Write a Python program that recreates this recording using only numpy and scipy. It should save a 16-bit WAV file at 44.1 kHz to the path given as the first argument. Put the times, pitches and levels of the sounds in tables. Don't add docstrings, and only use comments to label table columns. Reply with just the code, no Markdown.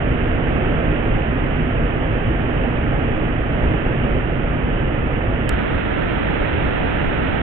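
import sys
import numpy as np
from scipy import signal
from scipy.fft import rfft, irfft
from scipy.io import wavfile
from scipy.ndimage import uniform_filter1d

SR = 44100
rng = np.random.default_rng(int(sys.argv[2]) if len(sys.argv) > 2 else 0)


def bounce(signal):
    frames = np.transpose(np.atleast_2d(signal))
    limited = np.clip(frames, -1, 1)
    pcm = np.round(limited * 32767).astype(np.int16)
    wavfile.write(sys.argv[1], SR, pcm)


N = 327217
TIME = np.arange(N) / SR
FREQS = np.maximum(np.arange(N // 2 + 1) * SR / N, 1)

# frequency_hz, right_gain_db, left_minus_right_db, likeness (0 wide, 1 mono)
TONE_BESIDE = [(20, -3.6, -0.1, 1), (45, 0.0, 0.5, 0.995), (88, -7.2, -0.7, 0.95), (140, -9.2, -1.6, 0.92),
               (195, -11.3, -1.9, 0.83), (350, -9.3, -4.5, 0.72), (560, -10.8, -8.0, 0.57),
               (830, -16.7, -4.4, 0.55), (1010, -22.0, -5.2, 0.43), (1270, -18.9, -5.1, 0.27),
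               (1850, -18.5, -7.6, 0.12), (2330, -23.1, -7.6, 0.11), (2560, -21.4, -11.3, 0.1),
               (3050, -25.7, -13.8, 0.08), (3500, -37.6, -7.6, 0.06), (4000, -53.6, 0.3, 0.04)]
TONE_FACING = [(20, -3.6, 0.2, 1), (55, 0.0, 0.2, 0.99), (95, -3.9, 0.5, 0.84), (190, -4.9, -2.2, 0.61),
               (380, -6.4, -4.4, 0.49), (600, -7.0, -8.2, 0.46), (880, -12.7, -6.2, 0.24),
               (1090, -18.0, -7.0, 0.13), (1320, -12.4, -8.6, 0.15), (1900, -13.8, -6.8, 0.15),
               (2350, -18.2, -6.5, 0.03), (2660, -17.6, -9.9, 0.03), (3100, -22.3, -10.8, 0.03),
               (3550, -30.0, -7.5, 0.07), (4200, -45.0, -1.4, 0.06)]
# pitch_hz, width_hz, boost_db
POOL_RINGS_BESIDE = [(111, 24, 5), (135.5, 18, 2.5), (156, 19, 6), (224.7, 30, 3.5), (249.4, 24, 7),
                     (305.4, 21, 3.5), (387, 24, 0.6), (477, 28, 0.4), (676, 34, 1.2)]
POOL_RINGS_FACING = [(135, 30, .9), (214, 38, 3.1), (288, 67, 4), (430, 49, 1.2), (550, 38, 1.4),
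                     (614, 50, 1.2), (730, 50, 1.6)]
# time_s, swell_db
FLOOD_VIGOUR = [(0.0, 0.3), (0.4, 1), (0.68, 1.7), (1.2, 0.36), (1.5, 0.5), (2.0, 0.0), (2.75, 0.4),
                (3.25, 0.25), (3.42, -0.9), (3.65, 1), (4.12, 0.3), (4.38, -0.7), (4.72, 0), (5.05, -0.5),
                (5.35, 0), (5.85, -0.86), (6.35, 0.0), (7.42, 0.04)]
# time_s, rumble_swell_db, boom_swell_db, churn_swell_db
AIR_COLLAPSES = [(0.12, 3, 4, 1.5), (0.32, 4.5, -2, 0), (0.91, 1.5, 2.5, -0.5), (1.14, 4.5, 2.5, 0),
                 (1.61, 0, 3, -1), (1.835, 5.5, 7.5, 0), (2.11, -0.5, 3.5, -0.5), (2.29, 4, 5.5, -0.5),
                 (2.62, 2.5, 4.5, 0.5), (2.91, -1, 2, 0.5), (2.975, 2, 5, 0), (3.073, 0, 1.5, 0),
                 (3.665, 8.5, 2, 0.5), (3.735, -1, 4, 1.2), (3.985, -1, 5, -1.5), (4.055, 0, 4, 1),
                 (4.155, 4.5, 2, 2), (4.48, 2, 1, 0.5), (4.645, 0, 1.5, -0.5), (4.735, 4.5, 1, -0.5),
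                 (4.85, 4, 3.5, -0.5), (5.26, 1, 1.5, 0.5), (5.34, 0.5, 2, 1), (5.46, -3, 2.5, 1),
                 (5.55, 6.5, 1, 0), (5.74, 7, 2.5, 1), (6.416, 4, -1.5, 0.7), (6.565, -1, 2.5, -0.5),
                 (6.65, 5.5, 5, 0.5), (7.085, 7, 1.5, -1)]
# start_s, pitch_hz, level_db
AIR_POCKETS = [(0.22, 258, -19), (0.3, 312.6, -21.5), (0.605, 363, -23.5), (0.695, 600, -28),
               (0.721, 244.5, -21), (0.893, 302, -20), (1.03, 328, -23), (1.572, 245, -23),
               (1.735, 662, -28.5), (1.785, 233.5, -21.5), (2.292, 322, -21), (2.46, 254, -20.5),
               (2.6, 468, -27), (2.66, 247.5, -24), (3.045, 230, -19), (3.07, 440, -25),
               (3.186, 311.5, -22), (3.605, 506, -27.5), (3.7, 305, -23), (4.028, 245.5, -22.5),
               (4.121, 367.4, -23.5), (4.446, 578, -27), (4.55, 610, -28), (5.311, 664, -28.5),
               (7.25, 271, -20)]
# pitch_hz, width_hz, gain_db
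TICK_COLOUR = [(1573, 1500, 13), (6200, 1400, 4)]

BEND_MS, BEND_HZ = 0.46, 333
THUD_WIDTH_S, LULL_AFTER_S, LULL_SHARE = 0.028, 0.057, 0.54
THROB_FOLLOWS, CHURN_FOLLOWS, FOAM_FOLLOWS = 0.58, 1.15, 0.99
GLUG_ATTACK_S, GLUG_RISE_PER_S, GLUG_LEFT_DB = 0.018, 0.33, -5
LAG_BESIDE_MS, LAG_FACING_MS = 0.21, 0.65
CUT_S, CROSSFADE_S = 5.4932, 0.002


def from_db(db):
    return 10 ** (np.asarray(db) / 20)


def unit_rms(x):
    return x / np.sqrt(np.mean(x ** 2) + 1e-20)


def below(hz, order=8):
    return 1 / (1 + (FREQS / hz) ** (2 * order))


def bubble_ring(clicks, hz, t60_s):
    decay = from_db(-60 / (t60_s * SR))
    step = 2 * np.pi * hz / SR
    return signal.lfilter([0, np.sin(step)], [1, -2 * decay * np.cos(step), decay ** 2], clicks + 1e-18)


def bubbles(per_s, ring_cycles, spread_db):
    out = np.zeros(N)
    pitches_hz = np.geomspace(280, 3700, 28)
    for hz in pitches_hz:
        count = max(1, int(per_s * N / SR * hz / pitches_hz.sum()))
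        when, strength, polarity = rng.random((count, 3)).T
        strength_db = spread_db * np.minimum(-np.log(1 - strength), 4)
        clicks = np.zeros(N)
        clicks[(when * N).astype(int)] = from_db(strength_db) * np.sign(polarity - 0.5)
        out += np.sqrt(hz) * unit_rms(bubble_ring(clicks, hz, ring_cycles / hz))
    return unit_rms(out)


def white_water(bubble_db):
    near = bubbles(per_s=5000, ring_cycles=18.6, spread_db=3.0)
    rush = rng.standard_normal(N)
    return rfft(rush + from_db(bubble_db) * near)


def water_from_bank(tone, pool_rings, lag_ms, muffle_hz, bubble_db):
    tone_hz, *columns = np.transpose(tone)
    gain_db, shade_db, likeness = [np.interp(np.log(FREQS), np.log(tone_hz), c) for c in columns]
    for hz, width_hz, boost_db in pool_rings:
        gain_db += boost_db / (1 + (2 * (FREQS - hz) / width_hz) ** 2)
    right, wide = white_water(bubble_db), white_water(bubble_db)
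    delay_ms = lag_ms + BEND_MS * below(BEND_HZ, order=1)
    late = right * np.exp(-2j * np.pi * FREQS * delay_ms / 1000)
    left = from_db(shade_db) * (likeness * late + np.sqrt(1 - likeness ** 2) * wide)
    passband = below(muffle_hz, order=100) - below(hz=10, order=2)
    return np.array([left, right]) * from_db(gain_db) * passband


def heave(fastest_hz, depth_db):
    slow_band = below(fastest_hz, order=2) * (1 - below(hz=1.0, order=2))
    return depth_db * unit_rms(irfft(rfft(rng.standard_normal(N)) * slow_band, N))


def surge(spectrum, level_db, even_s):
    band = irfft(spectrum, N)
    power = np.mean(band, axis=0) ** 2
    for _ in range(2):
        power = uniform_filter1d(power, int(even_s * SR))
    return band / np.sqrt(power + 1e-20) * from_db(level_db)


def weir(water, rumble_db, boom_db, churn_db, foam_db):
    sub, bass, body = below(hz=85), below(hz=175), below(hz=900)
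    flow_db = np.interp(TIME, *np.transpose(FLOOD_VIGOUR))
    throb_db = THROB_FOLLOWS * flow_db + heave(fastest_hz=8, depth_db=0.4)
    rumble_thuds, boom_thuds, churn_thuds = thuds()
    rumble = surge(water * sub, rumble_db + throb_db + rumble_thuds, even_s=0.13)
    boom = surge(water * (bass - sub), boom_db + throb_db + boom_thuds, even_s=0.13)
    churn = surge(water * (body - bass), churn_db + CHURN_FOLLOWS * flow_db + churn_thuds, even_s=0.15)
    foam = surge(water * (1 - body), foam_db + FOAM_FOLLOWS * flow_db, even_s=0.3)
    return rumble + boom + churn + foam


def thuds():
    rides_db = np.zeros((3, N))
    for time_s, *swells_db in AIR_COLLAPSES:
        bump = np.exp(-0.5 * ((TIME - time_s) / THUD_WIDTH_S) ** 2)
        lull = np.exp(-0.5 * ((TIME - time_s - LULL_AFTER_S) / THUD_WIDTH_S) ** 2)
        rides_db += np.outer(swells_db, bump - LULL_SHARE * lull)
    return rides_db


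def glugs():
    right = np.zeros(N)
    for start_s, pitch_hz, level_db in AIR_POCKETS:
        start = int(start_s * SR)
        age_s = TIME[:min(N - start, SR // 2)]
        envelope = age_s / GLUG_ATTACK_S * np.exp(1 - age_s / GLUG_ATTACK_S)
        glide_hz = pitch_hz * (1 + GLUG_RISE_PER_S * (age_s - GLUG_ATTACK_S))
        phase = 2 * np.pi * (np.cumsum(glide_hz) / SR + rng.random())
        right[start:start + len(age_s)] += from_db(level_db) * envelope * np.sin(phase)
    left = from_db(GLUG_LEFT_DB) * np.interp(TIME - LAG_BESIDE_MS / 1000, TIME, right)
    return np.array([left, right])


def tick(gain_db, length_s):
    gate = np.abs(TIME - CUT_S) < length_s / 2
    burst = unit_rms(rng.standard_normal(N)) * gate + 1e-18
    burst = signal.sosfilt(signal.butter(1, 7500, fs=SR, output="sos"), burst)
    ringing = np.zeros(N)
    for hz, width_hz, ring_db in TICK_COLOUR:
        resonance = signal.iirpeak(hz, hz / width_hz, fs=SR)
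        ringing += from_db(ring_db) * signal.lfilter(*resonance, burst)
    pan = from_db([[-3], [3]])
    return from_db(gain_db) * (burst + ringing) * pan


def scene():
    side = water_from_bank(TONE_BESIDE, POOL_RINGS_BESIDE, LAG_BESIDE_MS, muffle_hz=4010, bubble_db=-13)
    front = water_from_bank(TONE_FACING, POOL_RINGS_FACING, LAG_FACING_MS,
                            muffle_hz=4220, bubble_db=-12.5)
    beside = weir(side, rumble_db=-23.5, boom_db=-26.5, churn_db=-25.5, foam_db=-33.0)
    facing = weir(front, rumble_db=-26.5, boom_db=-29.0, churn_db=-26.5, foam_db=-29.5)
    crossfade = np.clip((TIME - CUT_S) / CROSSFADE_S + 0.5, 0, 1)
    water = (1 - crossfade) * beside + crossfade * facing
    return water + glugs() + tick(gain_db=-27.0, length_s=0.0018)


def record(dry):
    fade_s, cutoff_hz = 0.004, 17500
    from_edge_s = np.minimum(TIME, TIME[-1] - TIME)
    fade = np.sin(np.pi / 2 * np.clip(from_edge_s / fade_s, 0, 1)) ** 2
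    high_cut = signal.cheby2(12, 70, cutoff_hz, fs=SR, output="sos")
    return signal.sosfilt(high_cut, dry * fade)


dry = scene()
out = record(dry)
bounce(out)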